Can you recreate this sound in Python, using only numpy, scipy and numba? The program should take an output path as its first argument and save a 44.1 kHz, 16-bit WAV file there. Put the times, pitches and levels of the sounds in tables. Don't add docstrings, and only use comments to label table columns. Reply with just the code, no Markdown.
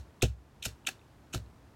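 import sys
import numpy as np
from scipy import signal
from scipy.fft import rfft, irfft, next_fast_len
from scipy.io import wavfile
from scipy.ndimage import uniform_filter1d
from numba import njit

SR = 44100
rng = np.random.default_rng(int(sys.argv[2]) if len(sys.argv) > 2 else 0)


def pcm_store(signal):
    levels = np.round(np.clip(np.atleast_2d(signal), -1, 1) * 32767)
    wavfile.write(sys.argv[1], SR, levels.astype(np.int16).T)


N = 77175
T = np.arange(N) / SR
LN_1000 = np.log(1000)


def undb(db):
    return 10 ** (np.asarray(db) / 20)


def unit(x):
    return x / np.sqrt(np.mean(x ** 2) + 1e-20)


def cut(x, hz, kind, order):
    return signal.sosfilt(signal.butter(order, hz, kind, fs=SR, output="sos"), x)


def colour(x, points):
    hz, db = np.array(points, float).T
    size = 2 * next_fast_len(N)
    bin_hz = np.maximum(np.arange(size // 2 + 1) * SR / size, 1)
    gain = undb(np.interp(np.log(bin_hz), np.log(hz), db))
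    cepstrum = irfft(np.log(gain))
    cepstrum[1:size // 2] *= 2
    cepstrum[size // 2 + 1:] = 0
    return unit(irfft(rfft(x, size) * np.exp(rfft(cepstrum)))[:N])


def swell(at, rise_s, fall_s):
    envelope = np.zeros(N)
    span = slice(*np.searchsorted(T, [at - 4 * rise_s, at + 10 * fall_s]))
    t = T[span] - at
    envelope[span] = np.exp(np.where(t < 0, -(t / rise_s) ** 2, -t / fall_s))
    return envelope


def resonate(x, modes):
    t = T[:4096]
    ring = sum(undb(db) * width * np.exp(-np.pi * width * t) * np.cos(2 * np.pi * hz * t)
               for hz, width, db in modes)
    return signal.fftconvolve(x, ring / np.sqrt(np.sum(ring ** 2)))[:N]


def bubbles(times, amplitudes, hz, cycles, rise_cycles=.71, glide=.05):
    steps = np.arange(int(cycles / hz.min() * SR))
    periods = hz[:, None] * steps / SR
    envelope = (1 - np.exp(-periods / rise_cycles)) * np.exp(-LN_1000 * periods / cycles)
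    phase = 2 * np.pi * periods * (1 + glide * np.minimum(periods / cycles, 1))
    rings = amplitudes[:, None] * envelope * np.sin(phase)
    starts = (np.maximum(times, 0) * SR).astype(int)
    return np.bincount((starts[:, None] + steps).ravel(), rings.ravel(), N)[:N]


# (frequency [Hz], relative level [dB])
RUMBLE_SPECTRUM = [(15, -56.5), (25, -20.5), (70, -1), (153, -7), (175, -12), (236, -10), (363, -14.5),
                   (416, -16), (489, -18), (962, -19.5), (2550, -31.5), (7310, -39.5), (16000, -47)]
def outdoor_rumble(level_db=-57.5):
    return undb(level_db) * colour(rng.standard_normal(N), RUMBLE_SPECTRUM)


def wall_echo(x, level_db=-24, t60_s=.28):
    tail = rng.standard_normal(N) * np.exp(-LN_1000 * T / t60_s)
    return undb(level_db) * signal.fftconvolve(x, tail / np.sqrt(np.sum(tail ** 2)))[:N]


# (time [s], level [dB], frequency [Hz])
SINGLE_BUBBLES = [(0.2135, -37.5, 3460), (0.2258, -35, 1270), (0.2305, -24.5, 468), (0.2305, -24.5, 602),
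                  (0.653, -31.5, 1504), (0.6590, -63, 457), (0.851, -43, 2780), (0.8699, -35, 1720),
                  (0.8840, -35.5, 757), (0.888, -35, 1334), (0.889, -29, 1626), (0.9938, -52.5, 3560),
                  (1.0148, -52, 2580), (1.3420, -35.5, 645), (1.3450, -43.5, 367), (1.3440, -46, 747),
                  (1.3472, -33.5, 1282), (1.461, -57, 4100)]
def drops(cycles=33, patter_per_s=17, patter_db=-68, patter_hz=4260):
    at, db, hz = np.array(SINGLE_BUBBLES).T
    when, strength, pitch = rng.random((int(patter_per_s * T[-1]), 3)).T
    amplitudes = undb(patter_db + 3.2 * strength)
    pitches_hz = patter_hz * 2 ** (2 * pitch - 1)
    patter = bubbles(when * T[-1], amplitudes, pitches_hz, cycles)
    return bubbles(at, undb(db), hz, cycles) + patter


# (frequency [Hz], relative level [dB])
SPRAY_SPECTRUM = [(400, -24.5), (1000, -15), (1400, 0.5), (2600, -3.5), (3600, -2), (4900, 0), (5800, -4),
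                  (8000, -9), (11000, -15.5), (16000, -18)]
# (time [s], level [dB], 60 dB decay time [s])
SHOWERS = [(-0.07, -37.5, .18), (0.23, -34, 0.16), (0.659, -39.5, .155), (0.88, -38.5, 0.14),
           (1.348, -40, 0.14)]
def spray(rise_s=.0055, grain_db=2.5, ticks_per_s=140, tick_db=-6, tick_spread_db=2.5):
    envelope = sum(undb(db) * swell(at, rise_s, t60 / LN_1000) for at, db, t60 in SHOWERS)
    impacts = (rng.random(N) < ticks_per_s / SR) * undb(tick_spread_db * rng.uniform(-1, 1, N))
    ticks = uniform_filter1d(impacts, size=30) * rng.standard_normal(N)
    hiss = rng.standard_normal(N) * undb(grain_db * np.minimum(rng.exponential(size=N), 4))
    return envelope * colour(unit(hiss) + undb(tick_db) * unit(ticks), SPRAY_SPECTRUM)


# (frequency [Hz], relative level [dB], 60 dB decay time [s])
DECK_MODES = [(63.47, -2.5, .3), (75.6, -9.5, .26), (90.5, -17.5, 0.29), (105.9, -3, .2), (123, -6, 0.12),
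              (170, -17, 0.18)]
# (time [s], level [dB], extra gain of the upper modes [dB])
FOOTFALLS = [(-0.06, -26, -3), (0.238, -14.5, 1), (0.667, -36, 2), (1.357, -30.5, 5.5)]
def deck_booms(rise_s=.004, upper_above_hz=90):
    booms = np.zeros(N)
    for at, db, upper_db in FOOTFALLS:
        t = np.maximum(T - at, 0)
        for hz, mode_db, t60 in DECK_MODES:
            gain = undb(db + mode_db + upper_db * (hz > upper_above_hz))
            envelope = (1 - np.exp(-t / rise_s)) * np.exp(-LN_1000 * t / t60)
            booms += gain * envelope * np.sin(2 * np.pi * hz * t)
    return booms


# (frequency [Hz], bandwidth [Hz], relative level [dB])
BOOT_MODES = [(144.8, 40, -3), (190, 70, -2.5), (250.7, 110, 3.5), (356, 42, 0), (439, 68, -10.5),
              (596, 44, -3.5), (770, 90, -14)]
# (time [s], level [dB], decay time constant [ms])
HEEL_LANDINGS = [(0.229, -14.5, 11), (0.661, -35.5, 11.4), (0.88, -43.5, 17), (1.343, -33.5, 17.2)]
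def heel_thuds(rise_s=.001, top_hz=694):
    envelope = sum(undb(db) * swell(at, rise_s, fall_ms / 1000) for at, db, fall_ms in HEEL_LANDINGS)
    push = envelope * rng.standard_normal(N)
    return cut(resonate(push, BOOT_MODES), top_hz, "lowpass", order=4)


# (time [s], level [dB])
FILM_BREAKS = [(0.226, -18), (0.638, -45), (0.6488, -35), (0.6830, -42), (0.8921, -40), (1.3481, -34)]
def film_snaps(fall_s=.00094, low_hz=5030):
    envelope = sum(undb(db) * swell(at, fall_s / 2, fall_s) for at, db in FILM_BREAKS)
    hiss = colour(rng.standard_normal(N), SPRAY_SPECTRUM)
    return envelope * unit(cut(hiss, low_hz, "highpass", order=2))


def sputter(depth_db=8, hold_samples=44):
    steps = np.repeat(rng.uniform(-1, 1, N // hold_samples + 1), hold_samples)[:N]
    return unit(undb(depth_db * uniform_filter1d(steps, size=12)))


def bubble_cloud(at, hz, count=150, per_s=3000, spread=.13, cycles=24):
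    span_s = count / per_s
    offsets_s = ((np.arange(count) + rng.random(count)) / count - .5) * span_s
    pitches_hz = hz * np.exp(spread * rng.uniform(-1.96, 1.63, count))
    cloud = bubbles(at + offsets_s, rng.choice([-1, 1], count), pitches_hz, cycles)
    return cloud / np.sqrt(np.sum(cloud ** 2) / (span_s * SR))


# (frequency [Hz], relative level [dB])
CRACK_SPECTRUM = [(300, -13.5), (900, -5.5), (1350, 6.5), (1950, -8), (2700, 2.5), (4000, -2.5),
                  (4850, -12), (5500, -2), (7200, 1), (9000, -2.5), (10500, -9.5), (11500, -7), (12400, -7),
                  (16000, -21)]
# (frequency [Hz], bandwidth [Hz], relative level [dB])
TREAD_MODES = [(2616, 100, 1.5), (3052, 79, -2), (3647, 43, -8.5), (3886, 110, -9.5), (5352, 240, -2),
               (6430, 160, -4), (7500, 140, -8.5), (11450, 300, -1.5)]
# (peak time [s], relative crack level [dB], rise [ms], fall [ms],
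# cloud level [dB], bubble frequency [Hz], lower crack cutoff [Hz], upper crack cutoff [Hz])
SOLE_CONTACTS = [(0.223, -22, 2.2, 2.5, -28, 2770, 1360, 7860),
                 (0.226, -15.5, 3.1, 1.6, -22, 2688, 2050, 16300),
                 (0.2341, -26, 2.3, 15.4, -32, 3000, 1580, 7980),
                 (0.6287, -38, 3.9, 3.2, -37, 3360, 2700, 10800),
                 (0.644, -41, 11, 23, -45, 2760, 2400, 15970),
                 (0.6548, -27, 2.3, 5.6, -33, 4570, 480, 16000),
                 (0.6665, -32, 1.4, 1.7, -55, 3030, 1200, 11700),
                 (0.8735, -26, 4.9, 2, -25.5, 3160, 1450, 13900),
                 (0.881, -39.5, 8.9, 2.8, -38.5, 2770, 1300, 13760),
                 (0.8895, -32, 3.1, 4.2, -35.5, 2840, 666, 14100),
                 (1.3391, -36.5, 7.7, 2.6, -42.5, 2760, 600, 10900),
                 (1.3470, -36, 5.3, 8.8, -42, 4640, 606, 15000)]
def sole_slaps(direct_db=-5.5, tread_db=-14.5):
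    tearing = colour(rng.standard_normal(N) * sputter(), CRACK_SPECTRUM)
    cracks, clouds = np.zeros(N), np.zeros(N)
    for at, crack_db, rise_ms, fall_ms, cloud_db, hz, low_hz, high_hz in SOLE_CONTACTS:
        envelope = swell(at, rise_ms / 1000, fall_ms / 1000)
        crack = cut(tearing, low_hz, "highpass", order=4)
        crack = cut(crack, high_hz, "lowpass", order=2)
        cracks += undb(crack_db) * envelope * crack
        clouds += undb(cloud_db) * envelope * bubble_cloud(at, hz)
    return undb(direct_db) * cracks + undb(tread_db) * resonate(cracks, TREAD_MODES) + clouds


# (frequency [Hz], bandwidth [Hz], amplitude share removed [0-1])
CANCELLED_BANDS = [(1145, 210, 1), (2118, 270, .7), (3288, 130, 0.7), (4870, 380, 1)]
def interference(x):
    for hz, width, share in CANCELLED_BANDS:
        band = signal.lfilter(*signal.iirpeak(hz, hz / width, fs=SR), x)
        x = x - share * band
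    return x


def scene():
    water = interference(sole_slaps() + film_snaps() + spray()) + drops()
    return (water + wall_echo(water) + outdoor_rumble() + heel_thuds() + deck_booms())[None]


@njit
def follow(x, attack_s, release_s):
    envelope, level = np.empty(len(x)), 0.
    for i in range(len(x)):
        lag_s = attack_s if abs(x[i]) > level else release_s
        level += (abs(x[i]) - level) / (lag_s * SR)
        envelope[i] = level
    return envelope


def record(dry, knee_db=-29, slope=.32, top_hz=16000):
    level = follow(dry[0], attack_s=.0031, release_s=.24)
    gain = np.maximum(level / undb(knee_db), 1) ** -slope
    lowpass = signal.ellip(8, .2, 80, top_hz, fs=SR, output="sos")
    return signal.sosfilt(lowpass, dry * gain)


dry = scene()
out = record(dry)
pcm_store(out)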